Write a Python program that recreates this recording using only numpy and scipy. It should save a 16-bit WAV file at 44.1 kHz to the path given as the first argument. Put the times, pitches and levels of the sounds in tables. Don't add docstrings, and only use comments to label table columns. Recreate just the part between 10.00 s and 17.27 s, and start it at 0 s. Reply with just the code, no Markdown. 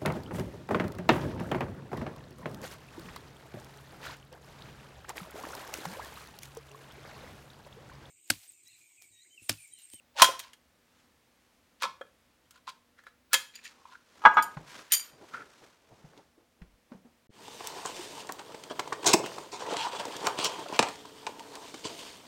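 import sys
import numpy as np
from scipy import signal
from scipy.fft import rfft, irfft, next_fast_len
from scipy.io import wavfile
from scipy.ndimage import map_coordinates

SR = 44100
rng = np.random.default_rng(int(sys.argv[2]) if len(sys.argv) > 2 else 0)


def wrap_up_sound(samples):
    columns = np.atleast_2d(samples).T
    tamed = np.clip(columns, -1, 1)
    steps = np.round(tamed * 32767).astype(np.int16)
    wavfile.write(sys.argv[1], SR, steps)


N = 320651
T = np.arange(SR // 3) / SR

# [t/s, crack level/dB, crack colour f/Hz, hook ring level/dB, loudest hook f/Hz]
TOOL_CONTACTS = [(.1865, -28, 3330, -30, 1110), (.197, -16, 2430, -20, 1240), (.2189, 7.5, 3100, -3, 915),
                 (.2424, -4.5, 3230, -18, 1370), (.2884, -34, 3040, -22, 538), (.392, -25, 7017, -41, 2410),
                 (.398, -23.5, 2982, -47, 972), (.5322, -35, 3030, -55, 1894),
                 (1.8215, -26, 5230, -25, 1322), (1.8374, -26, 2700, -21, 1025),
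                 (1.841, -45, 2500, -31, 520), (1.8524, -38.5, 2540, -21.5, 1030),
                 (2.0105, -45.5, 3300, -32, 560), (2.013, -50, 3300, -35, 1400),
                 (2.0654, -50.5, 2150, -67, 561), (2.4544, -56, 3300, -62.5, 602),
                 (2.5077, -38, 5000, -57.5, 1360), (2.5576, -51, 4150, -57.5, 1355),
                 (2.5792, -57.5, 5660, -57.5, 1247), (2.6755, -44, 3900, -31, 1067),
                 (2.6923, -37.5, 3920, -42, 1060), (2.9894, -57, 4090, -50, 1690),
                 (3.0364, -53, 6300, -52, 1673), (3.0664, -47.5, 4070, -38, 1690),
                 (3.0824, -54, 4080, -56, 1690), (3.3308, -7.5, 5760, -18.5, 1690),
                 (3.3403, -2, 3230, -18, 1707), (3.5515, -45.5, 4610, -52, 2450),
                 (3.5857, -44, 2330, -55, 2284), (3.8531, -54, 2585, -42, 1050),
                 (5.3368, -48.5, 2000, -32, 1430), (5.3464, -53.5, 2230, -31, 1400),
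                 (5.3644, -40.5, 2184, -49, 1480), (5.3794, -47, 2110, -44, 1473),
                 (5.4194, -60.5, 2020, -40.5, 1430)]
# [f/Hz, level/dB, t60/s before the grip factor]
HOOK_MODES = [(460, -6, .06), (535, 0, .11), (670, -2, .08), (800, -6, .06), (968, -1, .1), (1036, 0, .14),
              (1325, -1, .09), (1400, -2, .1), (1490, -4, .08), (1710, -2, .15), (2100, -5, .07),
              (2250, -4, .07), (2470, -4, .12)]
# [f/Hz, level/dB, t60/s before the grip factor]
TIP_MODES = [(3075, -12, .1), (3230, 0, .16), (3375, -5, .12), (3920, -10, .1)]
# [f/Hz, level/dB, t60/s before the grip factor]
ROD_MODES = [(2342, -9, .17), (3117, -5, .17), (4743, -4, .16), (5830, -16, .12), (6336, -14, .15),
             (6681, -14, .17), (6864, -8, .2), (6977, -4, .19), (7273, -12, .14), (8603, -9, .14),
             (9189, 0, .14), (9277, -3, .14), (9400, -8, .13), (10260, -20, .12), (11410, -6, .15),
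             (11460, -3, .13), (11850, -4, .14), (12600, -18, .1), (14640, -1, .12), (14950, -10, .11)]
# [t/s, ring level/dB, loudest f/Hz, spread/octaves, grip/decay factor]
ROD_CLINKS = [(3.554, -39, 4700, .68, .32), (3.638, -54, 6880, .67, .7), (3.646, -47.5, 5970, .46, .8),
              (3.657, -51, 5456, .47, .55), (4.341, -50, 6880, .25, .5), (4.4235, -30.5, 7936, 1.9, .8),
              (4.9198, -15, 8000, 1.65, 1.05), (4.934, -18, 6500, 1.2, 1.2), (4.965, -31, 4000, 1.1, .7),
              (4.995, -32, 3700, 1.1, .7)]
# [t/s, ring level/dB, loudest f/Hz]
COVER_DROPS = [(4.217, -35.5, 907), (4.237, -22.5, 850), (4.251, 2.5, 1500), (4.257, 4, 929),
               (4.27, -11, 974), (4.284, -27.5, 1156), (4.368, -3, 1200), (4.381, -5, 1300),
               (4.399, -21, 1640)]
# [f/Hz, level/dB, t60/s before the grip factor]
COVER_MODES = [(380, -16, 0.07), (520, -16, .07), (666.6, -13, 0.096), (886, -3, .2), (955.6, -3.5, 0.083),
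               (1152, -3.5, 0.061), (1249.5, 0, 0.17), (1478, -13, 0.2), (1640, -7.5, .28),
               (2020, -19.5, 0.24), (2238, -14, 0.12), (2520, -19, .08), (2808, -18, 0.1), (3050, -19, .1),
               (3385, -13.5, .18), (4060, -23.5, 0.24), (4853, -32.5, .08), (5700, -28, 0.15)]
# [peak t/s, 30 dB swell/s, 30 dB fade/s, grate level/dB, hiss level/dB, grate f/Hz]
METAL_SLIDES = [(.18, .036, .05, -41, -52, 700), (.192, .03, .04, -43, -36, 1340),
                (.217, .05, .006, -36, -31, 990), (.44, .04, .11, -55, -55, 1150),
                (1.836, .03, .04, -34, -30, 1150), (2.56, .05, .05, -60, -63, 1290),
                (2.689, .026, .035, -42, -45, 1060), (2.99, .025, .05, -62, -68, 1600),
                (3.072, .05, .05, -63, -68, 1600), (3.333, .025, .006, -42, -43, 1250),
                (3.549, .025, .05, -56, -53, 2280), (3.59, .04, .04, -58.5, -70, 2285),
                (3.656, .04, .06, -47.5, -47.5, 2340), (3.802, .07, .07, -59, -73, 1008),
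                (3.922, .09, .06, -55, -68, 1050), (3.952, .06, .04, -50.5, -70, 1420),
                (4.92, .022, .006, -52, -41, 1850), (5.35, .035, .07, -38, -59.5, 1450),
                (5.41, .08, .06, -48, -68, 1450)]
# [t/s, tick level/dB, tick f/Hz, thump level/dB, thump f/Hz, jolt level/dB, scuff level/dB]
BODY_BUMPS = [(4.569, -21, 900, -35, 150, -54.5, -58), (4.751, -32, 1560, -66, 398, -85, -56),
              (4.791, -32, 1594, -72, 377, -85, -66), (5.131, -51.5, 1480, -58, 146, -74, -62),
              (5.212, -39, 902, -58, 304, -80, -53), (5.338, -34, 1430, -52.5, 243, -75, -58),
              (5.39, -60, 900, -66, 350, -85, -53), (5.459, -47, 1390, -62, 407, -82, -66),
              (5.62, -46.5, 961, -59.5, 330, -76, -56), (5.915, -54.5, 918, -55.5, 110, -67.5, -57),
              (6.044, -48.5, 1532, -45, 155, -61, -62), (6.133, -42, 999, -65.5, 367, -81, -65),
              (6.175, -44, 3004, -55, 294, -85, -60), (6.379, -59, 991, -57.5, 331, -86, -65),
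              (6.617, -38, 1600, -44, 175, -49, -64), (6.739, -57, 1065, -63, 91, -72, -80),
              (6.918, -32, 1000, -41, 240, -73, -57), (6.947, -56.5, 982, -43.5, 190, -66, -66),
              (7.051, -46, 450, -49, 240, -80, -65)]
# [t/s, scuff level/dB, rustle level/dB]
SHUFFLE_LEVELS = [(.8, -88, -85), (1, -80.5, -69), (1.13, -84, -83), (1.45, -86, -77), (1.8, -88, -85),
                  (3.35, -88, -85), (3.7, -72.5, -61), (3.8, -72, -69), (3.93, -74.5, -64),
                  (4.02, -80, -72), (4.25, -60, -58), (4.66, -57, -63), (4.685, -63, -52), (4.76, -60, -49),
                  (4.86, -65, -58), (4.9, -71, -62), (5.05, -69, -55), (5.15, -67, -68), (5.34, -66, -57),
                  (5.45, -66, -63), (5.67, -66, -62), (5.8, -75, -72), (5.93, -64, -67), (6.2, -66, -69),
                  (6.35, -80, -81), (7.28, -84, -89)]
# [f/Hz, relative level/dB per Hz]
GRIT_SPECTRUM = [(880, -37), (1500, -10), (2660, -5.5), (3280, -6.5), (4080, -5.5), (7100, -16),
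                 (16000, -41)]
# [f/Hz, relative level/dB per Hz]
SCUFF_SPECTRUM = [(47, -38.5), (80, -7.5), (455, 0), (520, -1), (904, -5.5), (2000, -24), (2600, -50),
                  (4400, -120)]
# [f/Hz, relative level/dB per Hz]
RUSTLE_SPECTRUM = [(470, -35), (800, -11), (965, -3.5), (1550, -3), (1900, -5.5), (6170, -11),
                   (16000, -30.5)]
# [f/Hz, relative level/dB per Hz]
AIR_SPECTRUM = [(12, -53), (20, -21.5), (75, -1.5), (114, -11.5), (211, -6.5), (243, -4.5), (437, -14),
                (476, -8.5), (745, -12.5), (1680, -15.5), (1830, -14.5), (12600, -27.5), (16300, -29)]
# [f/Hz, rms level/dB before the slow wobble]
HUM_PARTIALS = [(120, -89), (240, -83.5), (480, -89)]
# [f/Hz, t60/s]
GARAGE_DECAY = [(100, .55), (500, .33), (2000, .32), (6000, .31), (14000, .26)]

GRIP, GRIP_PER_DB, FREE_S, FREE_S_PER_DB = .62, .0042, .035, .00035
HOOK_SPREAD, SPREAD_PER_DB, TIP_SPREAD = .5, .004, .16
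TIP_DB, TIP_TOP_DB, TIP_HZ, TIP_DB_PER_OCTAVE = -6, -9, 3500, 14
ROD_DB, ROD_LOW_HZ = -23, 4800
CLINK_FREE_S, CLINK_CRACK_DB = .02, -2
DROP_FREE_S, DROP_CRACK_DB, DROP_CRACK_GROWS = .018, -20, .55
THUMP_T60_S, SCUFF_LATE_S, SCUFF_SWELL_S, SCUFF_FADE_S, FOLD_DB = .08, .012, .055, .09, -15
AIR_DB, TOP_HZ = -70, 16400


def tool():
    out = np.zeros(N + SR)
    for s, crack_db, crack_hz, hook_db, hook_hz in TOOL_CONTACTS:
        grip = GRIP + GRIP_PER_DB * crack_db
        free = FREE_S + FREE_S_PER_DB * crack_db
        hook_spread = HOOK_SPREAD + SPREAD_PER_DB * crack_db
        tip_db = min((crack_db + hook_db) / 2 + TIP_DB, TIP_TOP_DB)
        tip_db -= TIP_DB_PER_OCTAVE * abs(np.log2(crack_hz / TIP_HZ))
        rod_hz = max(crack_hz, ROD_LOW_HZ)

        snap = amp(crack_db) * crack(crack_hz, 0.027 * grip, q=0.58)
        clatter = amp(crack_db - 7.5) * crack(crack_hz, 0.087 * grip, q=0.3)
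        hook = ring(HOOK_MODES, grip, free, hook_hz, hook_spread, rattle_db=2.2, caught_db=6)
        tip = ring(TIP_MODES, grip, free, crack_hz, TIP_SPREAD, rattle_db=1.5, caught_db=3)
        rod = ring(ROD_MODES, grip, free, rod_hz, spread=.9, rattle_db=3.0, caught_db=7.5)
        shake = amp(hook_db - 16) * crack(110, 0.29, q=0.28)
        rings = amp(hook_db + 2.5) * hook + amp(tip_db) * tip + amp(crack_db + ROD_DB) * rod
        add(out, s, snap + clatter + rings + shake)
    return out[:N]


def clinks():
    out = np.zeros(N + SR)
    for s, ring_db, hz, spread, grip in ROD_CLINKS:
        bell = ring(ROD_MODES, grip, CLINK_FREE_S, hz, spread, rattle_db=4.5, caught_db=7)
        thin_crack = amp(CLINK_CRACK_DB) * crack(.6 * hz, 0.083 * grip, q=.35)
        add(out, s, amp(ring_db) * (bell + thin_crack))
    return out[:N]


def cover():
    out = np.zeros(N + SR)
    for s, ring_db, hz in COVER_DROPS:
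        bell = ring(COVER_MODES, 0.99, DROP_FREE_S, hz, spread=0.98, rattle_db=1.73, caught_db=9)
        impact = amp(DROP_CRACK_DB + DROP_CRACK_GROWS * ring_db) * crack(2300, .05, q=1.1)
        bump = amp(ring_db - 13) * crack(330, 0.1, q=0.4)
        add(out, s, amp(ring_db - 4) * bell + impact + bump)
    return out[:N]


def slides():
    def hook_response(hz):
        return sum(amp(db) * band(hz, centre_hz, 5.5) for centre_hz, db, _ in HOOK_MODES)

    slips = rng.standard_normal(N) * amp(5.9 * wobble(250))
    pitches = np.geomspace(600, 2500, num=6)
    tones = [unit(filtered(slips, lambda hz: hook_response(hz) * band(hz, pitch, 4.9) ** 2)) for pitch in pitches]
    bright = hiss(GRIT_SPECTRUM, grain_db=4.5, rate=550)
    out = np.zeros(N)
    for s, swell, fade, grate_db, hiss_db, hz in METAL_SLIDES:
        place = np.interp(np.log(hz), np.log(pitches), np.arange(len(pitches)))
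        grate = sum(np.clip(1 - abs(place - k), 0, 1) ** .5 * tone for k, tone in enumerate(tones))
        out += stroke(s, swell, fade) * (amp(grate_db) * grate + amp(hiss_db) * bright)
    return out


def thuds():
    out = np.zeros(N + SR)
    soft = 1 - np.exp(-T / 0.0027)
    for s, tick_db, tick_hz, thump_db, hz, jolt_db, _ in BODY_BUMPS:
        body = np.sin(2 * np.pi * hz * T) + 2.2 * crack(1.5 * hz, THUMP_T60_S, q=.9)
        push = body * amp(thump_db + 6 - 60 * T / THUMP_T60_S)
        thump = filtered(soft * push, lambda f: band(f, hz, 0.49))
        jolt = soft * np.sin(2 * np.pi * 50 * T) * amp(jolt_db + 9.5 - 60 * T / .12)
        add(out, s - .002, thump + jolt)
        add(out, s, amp(tick_db + 1.5) * crack(tick_hz, .04, q=.75))
    return out[:N]


def shuffle():
    scuff = hiss(SCUFF_SPECTRUM, grain_db=1.5, rate=32)
    rustle = hiss(RUSTLE_SPECTRUM, grain_db=2.0, rate=200)
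    scuff_db, rustle_db = curves(SHUFFLE_LEVELS)
    drags = sum(amp(row[-1]) * stroke(row[0] + SCUFF_LATE_S, SCUFF_SWELL_S, SCUFF_FADE_S) for row in BODY_BUMPS)
    scuff_gain = np.hypot(amp(scuff_db), drags)
    rustle_gain = np.hypot(amp(rustle_db), amp(FOLD_DB) * drags)
    return scuff_gain * scuff + rustle_gain * rustle


def air():
    t = np.arange(N) / SR
    hum = sum(np.sqrt(2) * amp(db + 1.5 * wobble(1.3)) * np.sin(2 * np.pi * hz * t) for hz, db in HUM_PARTIALS)
    return amp(AIR_DB) * hiss(AIR_SPECTRUM, grain_db=1.5, rate=1) + hum


def garage(x):
    wet, step = np.zeros(N + 2 * SR), SR // 4
    for start in range(0, N, step):
        hz, t, z = signal.stft(rng.standard_normal(SR // 2), SR, nperseg=256)
        decay = amp(-60 * t / along(GARAGE_DECAY, hz)[:, None])
        tail = signal.istft(z * decay, SR, nperseg=256)[1]
        echo = signal.fftconvolve(x[start:start + step], tail / np.linalg.norm(tail))
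        add(wet, start / SR + 0.0033, echo)
    return wet[:N]


def ring(modes, grip, free, centre_hz, spread, rattle_db, caught_db):
    hz, db, t60 = np.array(modes).T[:, :, None]
    far_db = np.minimum(6 * (np.log2(hz / centre_hz) / spread) ** 2, 17)
    size = amp(db - far_db + 2 * rng.standard_normal(hz.shape))
    knots = rng.standard_normal((len(hz), 60))
    flutter = np.array([np.interp(T, np.linspace(0, T[-1], len(row)), row) for row in knots])
    level = size * amp(rattle_db * flutter - 60 * T / (grip * t60))
    partials = level * np.sin(2 * np.pi * hz * T + 0.05 * rattle_db * flutter)
    caught = amp(-caught_db * np.clip((T - free) / .004, 0, 1))
    return partials.sum(0) * caught * onset() / np.linalg.norm(size)


def crack(centre_hz, t60, q):
    burst = amp(-60 * T / t60) * onset() * rng.standard_normal(len(T))
    return filtered(burst, lambda hz: band(hz, centre_hz, q) ** 2 / (1 + 1j * hz / (3.5 * centre_hz)))


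def onset():
    return 1 - np.exp(-(T / 0.0012) ** 2)


def stroke(s, swell, fade):
    t = np.arange(N) / SR - s
    return amp(-30 * np.maximum(-t / swell, t / fade) ** 1.5)


def hiss(spectrum, grain_db, rate):
    grains = rng.standard_normal(N) * amp(grain_db * wobble(rate))
    return unit(filtered(grains, lambda hz: amp(along(spectrum, hz))))


def band(hz, centre_hz, q):
    return 1j * hz * centre_hz / q / (centre_hz ** 2 - hz ** 2 + 1j * hz * centre_hz / q)


def filtered(x, response):
    m = next_fast_len(len(x) + 8192)
    return irfft(rfft(x, m) * response(np.fft.rfftfreq(m, 1 / SR)), m)[:len(x)]


def wobble(rate):
    knots = rng.standard_normal(int(N * rate / SR) + 4)
    return map_coordinates(knots, [np.arange(N) * rate / SR])


def curves(rows):
    s, *cols = np.transpose(rows)
    return [np.interp(np.arange(N) / SR, s, c) for c in cols]


def along(points, hz):
    f, v = np.transpose(points)
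    return np.interp(np.log(hz + 1), np.log(f + 1), v)


def amp(db):
    return 10 ** (np.asarray(db) / 20)


def unit(x):
    return x / np.sqrt(np.mean(x ** 2) + 1e-20)


def add(track, s, sound):
    track[round(s * SR):][:len(sound)] += sound


def scene():
    metal = tool() + clinks() + cover() + slides()
    metal = filtered(metal, lambda hz: 1j * hz / (330 + 1j * hz))
    near = metal + thuds()
    return (near + amp(-12.5) * garage(near) + shuffle() + air())[None]


def record(dry):
    clipped = dry[0] / (1 + abs(dry[0]) ** 8) ** (1 / 8)
    return filtered(clipped, lambda hz: hz < TOP_HZ)[None]


dry = scene()
out = record(dry)
wrap_up_sound(out)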